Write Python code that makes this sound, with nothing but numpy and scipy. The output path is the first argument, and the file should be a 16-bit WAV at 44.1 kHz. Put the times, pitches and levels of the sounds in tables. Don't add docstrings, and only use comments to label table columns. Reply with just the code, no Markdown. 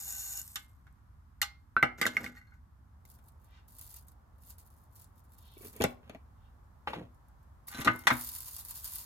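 import sys
import numpy as np
from scipy import signal
from scipy.fft import rfft, irfft
from scipy.io import wavfile

SR = 44100
rng = np.random.default_rng(int(sys.argv[2]) if len(sys.argv) > 2 else 0)


def transcribe(signal):
    frames = np.atleast_2d(signal).T
    limited = np.clip(frames, -1, 1)
    pcm = np.round(limited * 32767).astype(np.int16)
    wavfile.write(sys.argv[1], SR, pcm)


N = 399105

BOWL_LAG_SAMPLES, CANISTER_LAG_SAMPLES = -6.7, 13.1

# start in seconds, level in dB.
POUR_GRAINS = [(0.079, -31.5), (0.105, -29), (0.124, -30.5), (0.374, -32.5), (0.415, -32), (0.478, -39.5),
               (0.926, -68)]
# frequency in Hz, level in dB.
PATTER_SPECTRUM = [(200, -30.5), (450, -29), (800, -13), (1500, -12.5), (2500, -14.5), (4600, -10),
                   (6000, -6), (7000, -3.5), (8800, 4), (9700, -19.5), (10800, 7), (12500, 1.5), (14000, 0),
                   (15500, -17)]
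# frequency in Hz, level in dB, T60 in seconds.
BOWL_MODES = [(780, -9.5, 0.055), (1518, -15, 0.1), (2887, -3, 0.035), (3630, -10, 0.025),
              (4330, -4.5, 0.037), (5415, 2.5, 0.01), (6556, 9, 0.028), (6940, 11.5, 0.021),
              (8150, 2.5, 0.015)]


def pour():
    stream_end_s, stream_db_per_s, glass_db_per_s = 0.3975, 4.5, 8
    start_s, db = np.transpose(POUR_GRAINS)
    left_s = np.maximum(stream_end_s - np.arange(N) / SR, 0)
    stream = amp(-41.5 - stream_db_per_s * left_s) ** 2 * swell(0, stream_end_s, rise_s=1, stop_s=0.0094)
    trickle = amp(-53) ** 2 * swell(0, hold_s=0.53, rise_s=1, stop_s=0.07)
    hits = grains(np.sqrt(stream + trickle), per_s=1800, spread_db=1.5, t60_s=0.0049)
    hits += bursts(impulses(start_s, amp(db)), t60_s=0.0098)
    patter = amp(-1) * colour(hits, PATTER_SPECTRUM)
    on_glass = hits * np.sqrt(stream / (stream + trickle))
    glass = amp(-3.5 - glass_db_per_s * left_s) * through(on_glass, unit(ringing(BOWL_MODES)))
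    return arrive(patter + glass, BOWL_LAG_SAMPLES), amp(-6.5) * patter + amp(-8) * glass


# start in seconds, level in dB.
WALL_TICKS = [(3.053, -43.5), (3.1366, -53), (3.284, -46.5), (3.687, -47), (3.7928, -34.5), (3.812, -31),
              (3.9417, -31.5), (4.083, -40), (4.504, -33), (4.583, -40), (5.0431, -39.5), (5.648, -36),
              (5.764, -34), (7.145, -56.5), (7.284, -52.5), (7.429, -56), (7.673, -35), (7.772, -37),
              (7.803, -27), (7.815, -30), (7.96, -34), (7.991, -31), (8.1676, -28), (8.21, -25),
              (8.272, -27.5), (8.4045, -25), (8.459, -30.5), (8.51, -33), (8.5649, -25), (8.6499, -29),
              (8.6849, -31), (8.709, -26), (8.8439, -23.5), (8.8766, -30), (8.935, -27), (8.957, -22)]
# start and hold in seconds, level in dB, rise in seconds.
RICE_SLIPS = [(3.098, 0.049, -58.5, 0.025), (3.264, 0.019, -63, .015), (3.435, 0.021, -67.5, 0.034),
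              (3.684, 0.14, -60.5, 0.0055), (3.818, .17, -56, 0.0087), (4.075, 0.014, -62, .01),
              (4.48, 0.014, -50, 0.032), (4.591, 0.026, -58, 0.014), (4.623, 0.23, -70, .03),
              (4.965, 0.036, -54.5, 0.026), (5.19, 0.014, -64, 0.043), (5.334, .24, -64, 0.041),
              (5.61, 0.072, -50.5, 0.018), (5.723, 0.19, -61.5, 0.028), (7.676, 0.029, -46, .003),
              (7.795, 0.025, -67, 0.028), (7.945, .12, -61, 0.04)]
# time in seconds, level in dB.
LONG_SLIDE = [(8.12, -43), (8.266, -41.5), (8.36, -43), (8.395, -48.5), (8.42, -44), (8.62, -48),
              (8.645, -50.5), (8.70, -46.5), (8.82, -45), (8.855, -39), (8.92, -45.5), (8.97, -44),
              (9.05, -47)]
# frequency in Hz, level in dB.
HISS_SPECTRUM = [(200, -47), (500, -32.5), (1000, -19.5), (2500, -18), (4400, -13.5), (6000, -10.5),
                 (8000, -4), (10300, 0), (13300, 4), (14500, 3), (16000, -4.5)]
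WASH_SPECTRUM = [(400, -19.5), (1000, -2.5), (2500, -7), (3600, -4.5), (4500, 5.5), (5600, -1), (7600, 1),
                 (8600, -10), (12000, -6.5), (16000, -19)]
# frequency in Hz, level in dB, T60 in seconds.
HOLLOW_MODES = [(238.3, -13, 0.24), (983, 9, 0.06), (4150, -11, 0.0039)]


def slide():
    clumps_per_s, clump_db, wash_t60_s = 60, 2.5, 0.068
    slip_power = sum(amp(db) ** 2 * swell(start_s, hold_s, rise_s, stop_s=0.025)
                     for start_s, hold_s, db, rise_s in RICE_SLIPS)
    flow = np.sqrt(slip_power) + amp(0.5) * gain_curve(LONG_SLIDE)
    clump_index = np.arange(N) / SR * clumps_per_s
    clumps = amp(clump_db * np.interp(clump_index, np.arange(2000), rng.standard_normal(2000)))
    hits = amp(-1.5) * grains(flow * clumps, per_s=1700, spread_db=3.5, t60_s=0.0057)
    tick_s, tick_db = np.transpose(WALL_TICKS)
    ticks = amp(-7.5) * bursts(impulses(tick_s, amp(tick_db)), t60_s=0.014)
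    hiss = colour(hits + ticks, HISS_SPECTRUM)
    on_wall = hits * (flow / flow.max()) ** 0.1 + amp(-3) * ticks
    wall = np.array([bursts(on_wall, wash_t60_s) for _ in range(2)])
    wash = amp(-11) * colour(wall, WASH_SPECTRUM) / np.linalg.norm(fade(wash_t60_s))
    hollow = amp(-25.5) * through(hits + ticks, unit(ringing(HOLLOW_MODES)))
    return arrive(hiss + amp(-9.5) * hollow, CANISTER_LAG_SAMPLES) + wash, amp(-1.5) * hiss + hollow


# frequency in Hz, level in dB, T60 in seconds.
CUP_MODES = [(584.7, -14, 0.051), (812, -8.5, 0.1), (1222, -4, 0.1), (1393, -3, 0.075), (1507, 0.5, 0.15),
             (1690, -9, 0.13), (1960, -2.5, 0.14), (2110, 1, 0.25), (2175, -5.5, 0.15), (2260, -8, 0.067),
             (2780, -13, 0.11), (3700, -17.5, 0.05), (4380, -18.5, .09), (5220, -16, .06)]
CANISTER_MODES = [(348.4, -13, 0.032), (445.6, -1, 0.042), (601.5, -3.5, 0.065), (779, -21, 0.033),
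                  (1106, -5.5, 0.05), (2280, -5, 0.08), (2618, -8.5, 0.037), (3390, -10.5, 0.033)]
# frequency in Hz, level in dB.
CUP_DOWN_SPECTRUM = [(150, -36), (450, -30), (800, -13), (1500, 6), (2100, 1.5), (2800, -5), (4000, -15.5),
                     (8000, -41)]
CANISTER_SPECTRUM = [(100, -15), (300, -8.5), (550, 7.5), (900, 2.5), (1500, 0.5), (2400, 2), (4000, -7),
                     (8000, -46)]
CUP_UP_SPECTRUM = [(150, -9), (500, -17), (900, 0), (1300, 2.5), (2100, 2), (2800, -7), (4000, -20),
                   (8000, -40)]
# start in seconds, level in dB, wall pitch in Hz, clack in dB re that level,
# then thud, crack and surface ring in dB.
CUP_DOWN_KNOCKS = [(0.5572, -29, 1398, -12, -58, -30.5, -65.5), (0.8681, -51, 1448, -2, -70, -70.5, -83),
                   (1.4162, -19, 1948, 1.5, -70, -22, -82), (1.4265, -22, 2900, -1, -77.5, -28.5, -84),
                   (1.7656, -23, 1380, 14, -36, -65.5, -49), (1.8274, -8, 2068, 1, -20, -35.5, -34.5),
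                   (2.0141, -15, 2050, -1, -33, -27, -40.5), (2.028, -23.5, 2053, 7.5, -49, -41.5, -58),
                   (2.054, -25, 1973, 10.5, -31, -38, -38), (2.065, -22, 1558, 6.5, -39.5, -27, -50.5),
                   (2.168, -24.5, 2140, 13, -45, -41.5, -54.5), (2.2422, -34, 1956, 4.5, -42, -44, -57),
                   (2.2629, -33, 2154, 6.5, -58.5, -49, -52.5)]
CANISTER_KNOCKS = [(3.052, -59, 2100, -2, -86.5, -56, -91), (3.188, -59.5, 1473, -9, -87, -63.5, -90.5),
                   (5.8105, -24, 460.2, 5.5, -22.5, -30, -34), (5.8208, -24, 572.7, -6, -42, -21, -55),
                   (5.8393, -13, 435.3, -6.5, -21.5, -17, -38), (6.096, -37, 634, -2.5, -45, -45.5, -64.5),
                   (6.148, -40, 642.7, 1.5, -45.5, -54, -74), (6.8735, -20.5, 842, -3.5, -48, -53.5, -56),
                   (6.933, -22.5, 900, -4, -43.5, -82.5, -62)]
CUP_UP_KNOCKS = [(7.746, -51, 1560, 6, -46.5, -53, -73), (7.782, -45, 2500, -6, -50, -54.5, -38),
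                 (7.81, -45, 1530, -12, -49, -47.5, -67), (7.847, -38, 1300, -10, -33.5, -42, -62),
                 (7.858, -33.5, 1490, -2, -30.5, -67, -28.5), (7.874, -12, 1230, -7, -36, -62, -45),
                 (7.877, -36, 2625, 2.5, -44, -60, -42), (8.07, -13, 1855, -15, -36, -31.5, -56),
                 (8.1035, -19, 1138, -13, -37, -44, -57), (8.111, -28.5, 1570, 0, -31.5, -63, -31)]


def plastic_knocks():
    cup_down = blows(CUP_DOWN_KNOCKS, CUP_MODES, CUP_DOWN_SPECTRUM, BOWL_LAG_SAMPLES, pan_db=-1.5,
                     rise_s=0.00043, wall_t60_s=0.022, ring_db=-24.5, body_db=-9.5, body_t60_s=0.018,
                     thud_db=0.5, thud_t60_s=0.053, low_hz=136, crack_db=3, crack_t60_s=0.017,
                     room_db=-1)
    canister = blows(CANISTER_KNOCKS, CANISTER_MODES, CANISTER_SPECTRUM, CANISTER_LAG_SAMPLES, pan_db=2,
                     rise_s=0.00029, wall_t60_s=0.033, ring_db=-20, body_db=-9, body_t60_s=0.025,
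                     thud_db=-2, thud_t60_s=0.07, low_hz=45, crack_db=2, crack_t60_s=0.0035,
                     room_db=-4.5)
    cup_up = blows(CUP_UP_KNOCKS, CUP_MODES, CUP_UP_SPECTRUM, CANISTER_LAG_SAMPLES, pan_db=1,
                   rise_s=0.00005, wall_t60_s=0.1, ring_db=-26.5, body_db=1, body_t60_s=0.014,
                   thud_db=-5.5, thud_t60_s=0.12, low_hz=35.03, crack_db=8.5, crack_t60_s=0.043,
                   room_db=0)
    return mix(cup_down, canister, cup_up)


# frequency in Hz, level in dB, T60 in seconds.
SURFACE_MODES = [(118, -6.5, 0.25), (129, -3, 0.14), (245.2, -1.5, 0.3), (281.3, -4, 0.15),
                 (325.4, -7.5, 0.2)]
# frequency in Hz, level in dB.
THUD_SPECTRUM = [(35, -25.5), (70, -2.5), (120, 0), (250, 0), (450, -5.5), (800, -11), (1600, -33.5),
                 (4000, -61.5)]
CRACK_SPECTRUM = [(800, -30), (2500, -2), (3600, 0.5), (5000, -4.5), (6500, -2), (9000, -6.5),
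                  (12000, -1.5), (14000, -7), (16000, -28.5)]


def blows(rows, modes, spectrum, lag_samples, pan_db, rise_s, wall_t60_s, ring_db, body_db, body_t60_s,
          thud_db, thud_t60_s, low_hz, crack_db, crack_t60_s, room_db):
    start_s, db, wall_hz, wall_db, *contact_db = np.transpose(rows)
    body_hits, thud_hits, crack_hits, surface_hits = (impulses(start_s, amp(level))
                                                      for level in (db, *contact_db))
    shape = len(start_s), len(modes)
    shares = rng.choice([-1, 1], shape) * amp(2 * rng.standard_normal(shape))
    rings = shares @ np.array([amp(level + ring_db) * mode(hz, t60_s) for hz, level, t60_s in modes])
    onset = 1 - fade(np.log(1000) * rise_s)
    wall, ring = np.zeros((2, N))
    for k, start in enumerate(np.round(start_s * SR).astype(int)):
        span = slice(start, start + len(onset))
        wall[span] += amp(db[k] + wall_db[k]) * onset * mode(wall_hz[k], wall_t60_s)
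        ring[span] += amp(db[k]) * rings[k]
    body = ring + amp(body_db) * colour(bursts(body_hits, body_t60_s, rise_s), spectrum)
    thud = amp(thud_db) * colour(bursts(thud_hits, thud_t60_s, rise_s=0.0012), THUD_SPECTRUM)
    bass_cut = signal.butter(2, low_hz, "high", fs=SR, output="sos")
    surface = signal.sosfilt(bass_cut, thud + through(surface_hits, ringing(SURFACE_MODES)))
    crack = amp(crack_db) * colour(bursts(crack_hits, crack_t60_s, rise_s), CRACK_SPECTRUM)
    direct = wall + surface + arrive(body, lag_samples / 2) + arrive(crack, lag_samples)
    feed = wall / 4 + body + crack + amp(-3) * surface
    return panned(pan_db) * direct, panned(pan_db) * amp(room_db) * feed


# start in seconds, pitch in Hz, note and overtone in dB.
CUP_REBOUNDS = [(1.7672, 1537, -27.5, -53.5), (2.3683, 1636, -64, -64.5), (2.474, 1615, -69.5, -69.5),
                (7.746, 1524, -50, -47.5), (7.849, 1537, -46, -43), (7.875, 1497, -23.5, -50),
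                (8.1055, 1420, -40, -42)]


def rebounds():
    out = 0
    for start_s, hz, db, overtone_db in CUP_REBOUNDS:
        note = amp(db) * mode(hz, t60_s=0.21) + amp(overtone_db) * mode(2.635 * hz, t60_s=0.17)
        out = out + np.pad(note, (int(start_s * SR), N))[:N]
    return arrive(out, 0), amp(-13) * out


# start in seconds, level in dB, wall pitch in Hz.
CUP_TOTTERS = [(2.3684, -46, 1890), (2.388, -55.5, 2100), (2.412, -51.5, 2010), (2.452, -62.5, 2050),
               (2.474, -62, 1403), (2.5196, -56, 1480), (2.5355, -59.5, 2100)]
CANISTER_TAPS = [(5.568, -39, 350), (5.608, -38.5, 367.5), (5.648, -37, 393), (5.657, -40.5, 348.8),
                 (5.677, -46.5, 262.7), (5.759, -38, 434.3), (5.803, -16, 351.5), (5.846, -17, 169.7),
                 (7.798, -25, 135)]


def plastic_taps():
    cup = taps(CUP_TOTTERS, CUP_MODES, BOWL_LAG_SAMPLES,
               rise_s=0.001, wall_t60_s=0.07, ring_db=-12, room_db=-13.5)
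    canister = taps(CANISTER_TAPS, CANISTER_MODES, CANISTER_LAG_SAMPLES,
                    rise_s=0.0022, wall_t60_s=0.032, ring_db=-14, room_db=-7)
    return mix(cup, canister)


def taps(rows, modes, lag_samples, rise_s, wall_t60_s, ring_db, room_db):
    onset = 1 - fade(np.log(1000) * rise_s)
    out = 0
    for start_s, db, hz in rows:
        note = mode(hz, wall_t60_s) + amp(ring_db) * ringing(modes)
        out = out + np.pad(amp(db) * note * onset, (int(start_s * SR), N))[:N]
    return arrive(out, lag_samples), amp(room_db) * out


# start and hold in seconds, object and surface level in dB.
CUP_ROCKS = [(1.98, 0.3, -51, -53), (2.19, 0.049, -49.5, -47.5), (2.345, 0.032, -58, -74),
             (2.44, 0.1, -74, -90.5)]
CANISTER_DRAGS = [(5.625, 0.03, -59.5, -55), (5.73, 0.1, -59.5, -60), (6.03, 0.11, -64, -63.5),
                  (6.875, 0.066, -44, -50), (6.96, 0.048, -54.5, -41)]
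CUP_DRAGS = [(7.68, 0.054, -49, -70.5), (7.745, 0.029, -47, -48.5), (7.785, 0.033, -44, -46),
             (7.86, 0.033, -44, -37), (7.95, .02, -54.5, -53), (8.02, 0.077, -52.5, -54.5)]


def plastic_scuffs():
    cup_down = scuffs(CUP_ROCKS, CUP_MODES, CUP_DOWN_SPECTRUM, BOWL_LAG_SAMPLES,
                      per_s=630, ring_db=-7, body_db=-6.5, grit_db=-9.5)
    canister = scuffs(CANISTER_DRAGS, CANISTER_MODES, CANISTER_SPECTRUM, CANISTER_LAG_SAMPLES,
                      per_s=890, ring_db=-14, body_db=-4, grit_db=-19.5)
    cup_up = scuffs(CUP_DRAGS, CUP_MODES, CUP_UP_SPECTRUM, CANISTER_LAG_SAMPLES,
                    per_s=270, ring_db=-10.5, body_db=-6, grit_db=-9.5)
    return mix(cup_down, canister, cup_up)


def scuffs(rows, modes, spectrum, lag_samples, per_s, ring_db, body_db, grit_db):
    power = sum(amp([[db], [surface_db]]) ** 2 * swell(start_s, hold_s, rise_s=0.003, stop_s=0.029)
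                for start_s, hold_s, db, surface_db in rows)
    on_object, on_surface = np.sqrt(power)
    touches = grains(on_object, per_s, spread_db=2.5, t60_s=0.032)
    presses = grains(on_surface, per_s, spread_db=-0.5, t60_s=0.019)
    ring = amp(ring_db) * through(touches, unit(ringing(modes)))
    body = ring + amp(body_db) * colour(touches, spectrum)
    grit = amp(grit_db) * colour(touches, CRACK_SPECTRUM)
    thud = amp(-3.5) * colour(presses, THUD_SPECTRUM)
    surface = thud + amp(-4.5) * through(presses, unit(ringing(SURFACE_MODES)))
    direct = surface + arrive(body, lag_samples / 2) + arrive(grit, lag_samples)
    return direct, amp(-8) * (body + grit) + amp(-9.5) * surface


# start and hold in seconds, level in dB, centre in Hz, width in octaves.
HAND_RUBS = [(3.542, 0.035, -72, 2275, 1.8), (5.455, 0.11, -73, 3450, 0.79), (6.442, .02, -83, 3030, .7)]


def rubs():
    out = 0
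    for start_s, hold_s, db, hz, octaves in HAND_RUBS:
        band = signal.butter(1, hz * 2 ** (np.array([-.5, .5]) * octaves), "band", fs=SR, output="sos")
        noise = signal.sosfilt(np.vstack([band, band]), rng.standard_normal(N))
        envelope = np.sqrt(swell(start_s, hold_s, rise_s=0.045, stop_s=0.03))
        out = out + amp(db) * noise / noise.std() * envelope
    return arrive(out, CANISTER_LAG_SAMPLES), amp(2) * out


# frequency in Hz, level in dB, T60 in seconds.
KITCHEN_REVERB = [(80, -6, 0.423), (247.9, -7.5, 0.61), (656, 8.5, 0.31), (2000, 2.5, 0.25),
                  (5000, 1.5, 0.26), (7700, -1, 0.1), (10600, -7.5, 0.09), (14800, -12, 0.29)]


def kitchen(feed, early_db=5, early_t60_s=0.063, size=24000, bands=10):
    hz, db, t60_s = np.transpose(KITCHEN_REVERB)
    edges_hz = np.geomspace(40, 17000, bands + 1)
    early = amp(early_db) * unit(fade(early_t60_s))
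    response = 0
    for low, high in zip(edges_hz, edges_hz[1:]):
        log_centre = np.log(low * high) / 2
        band = signal.butter(2, [low, high], "band", fs=SR, output="sos")
        noise = signal.sosfilt(band, rng.standard_normal((2, size)))
        tail = unit(fade(np.interp(log_centre, np.log(hz), t60_s)))
        response = response + noise * unit(early + tail) * amp(np.interp(log_centre, np.log(hz), db))
    return through(feed, np.pad(response, ((0, 0), (SR // 500, 0))))


# frequency in Hz, level in dB.
RUMBLE_SPECTRUM = [(12, -64.5), (20, -34.5), (27, -35), (30, -17), (40, -5.5), (65, 2), (128, -9.5),
                   (161, -15.5), (238, -18.5), (352, -31), (500, -50), (650, -66), (1100, -120)]
AIR_SPECTRUM = [(300, -10), (600, -5.5), (1100, 3.5), (1700, -5.5), (2600, -18), (5000, -20.5),
                (10000, -22.5), (13500, -18.5), (16000, -34)]
HUSH_SPECTRUM = [(100, -10.5), (300, -3.5), (550, -2), (900, 2.5), (1400, -6.5), (2500, -30)]
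# time in seconds, level in dB.
AIR_LEVEL = [(0, -70.5), (2.3, -74), (3.1, -73), (9.05, -70)]
HUSH_LEVEL = [(0, -85), (2.3, -94), (3.1, -72.5), (9.05, -72)]


def background():
    rumble = colour(rng.standard_normal(N) + amp(-9) * rng.standard_normal((2, N)), RUMBLE_SPECTRUM)
    air = colour(rng.standard_normal((2, N)), AIR_SPECTRUM)
    hush = colour(amp(-8) * rng.standard_normal(N) + rng.standard_normal((2, N)), HUSH_SPECTRUM)
    return amp(-58.5) * panned(-1) * rumble + gain_curve(AIR_LEVEL) * air + gain_curve(HUSH_LEVEL) * hush


def grains(flow, per_s, spread_db, t60_s):
    chance = np.clip(per_s * np.sqrt(flow / flow.max()) / SR, 1e-3, 1)
    sizes = amp(spread_db * np.minimum(rng.exponential(1, N), 4))
    clicks = (rng.random(N) < chance) * sizes / np.sqrt(chance * np.mean(sizes ** 2))
    return bursts(flow * clicks, t60_s) / np.linalg.norm(fade(t60_s))


def bursts(clicks, t60_s, rise_s=0.00018):
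    decay_pole = np.exp(-2 * np.log(1000) / (t60_s * SR))
    rise_pole = np.exp(-1 / (rise_s * SR))
    feedback = np.convolve([1, -decay_pole], [1, -rise_pole])
    energy = signal.lfilter([1 - rise_pole], feedback, clicks ** 2 + 1e-24)
    return np.sqrt(energy) * rng.standard_normal(N)


def impulses(times_s, gains):
    out = np.zeros(N)
    out[np.clip(np.round(times_s * SR).astype(int), 0, N - 1)] = gains
    return out


def ringing(modes):
    return sum((-1) ** k * amp(db) * mode(hz, t60_s) for k, (hz, db, t60_s) in enumerate(modes))


def mode(hz, t60_s, size=24000):
    return np.sin(2 * np.pi * hz * np.arange(size) / SR) * fade(t60_s, size)


def fade(t60_s, size=24000):
    return np.exp(-np.log(1000) * np.arange(size) / SR / t60_s)


def swell(start_s, hold_s, rise_s, stop_s):
    t = np.arange(N) / SR - start_s
    return np.exp(-2 * np.maximum(-t / rise_s, (t - hold_s) / stop_s).clip(0, 20))


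def gain_curve(rows):
    time_s, db = np.transpose(rows)
    return amp(np.interp(np.arange(N) / SR, time_s, db, left=-np.inf))


def colour(x, spectrum, size=4096):
    hz, db = np.transpose(spectrum)
    grid_hz = np.maximum(np.arange(size // 2 + 1) * SR / size, 1)
    cepstrum = irfft(np.log(amp(np.interp(np.log(grid_hz), np.log(hz), db))))
    cepstrum[1:size // 2] *= 2
    cepstrum[size // 2 + 1:] = 0
    return through(x, unit(irfft(np.exp(rfft(cepstrum)))))


def through(x, response):
    x, response = (np.atleast_2d(part).astype(np.float32) for part in (x, response))
    return signal.oaconvolve(x, response, axes=-1)[:, :N]


def arrive(x, lag_samples):
    offsets = np.arange(-24, 25)
    delays = np.sinc(offsets - np.array([[lag_samples], [-lag_samples]]) / 2) * np.kaiser(len(offsets), 2)
    return signal.oaconvolve(np.broadcast_to(x, (2, N)), delays, mode="same", axes=-1)


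def panned(db):
    return amp(np.array([[db], [-db]]) / 2)


def amp(db):
    return 10 ** (np.asarray(db) / 20)


def unit(x):
    return x / np.sqrt(np.sum(x ** 2, axis=-1, keepdims=True) + 1e-20)


def mix(*sources):
    return tuple(map(sum, zip(*sources)))


def scene():
    direct, feed = mix(pour(), slide(), rubs(), rebounds(),
                       plastic_taps(), plastic_knocks(), plastic_scuffs())
    return direct + kitchen(feed) + background()


def record(dry, cutoff_hz=16000):
    return signal.sosfilt(signal.ellip(10, .2, 80, cutoff_hz, fs=SR, output="sos"), dry)


dry = scene()
out = record(dry)
transcribe(out)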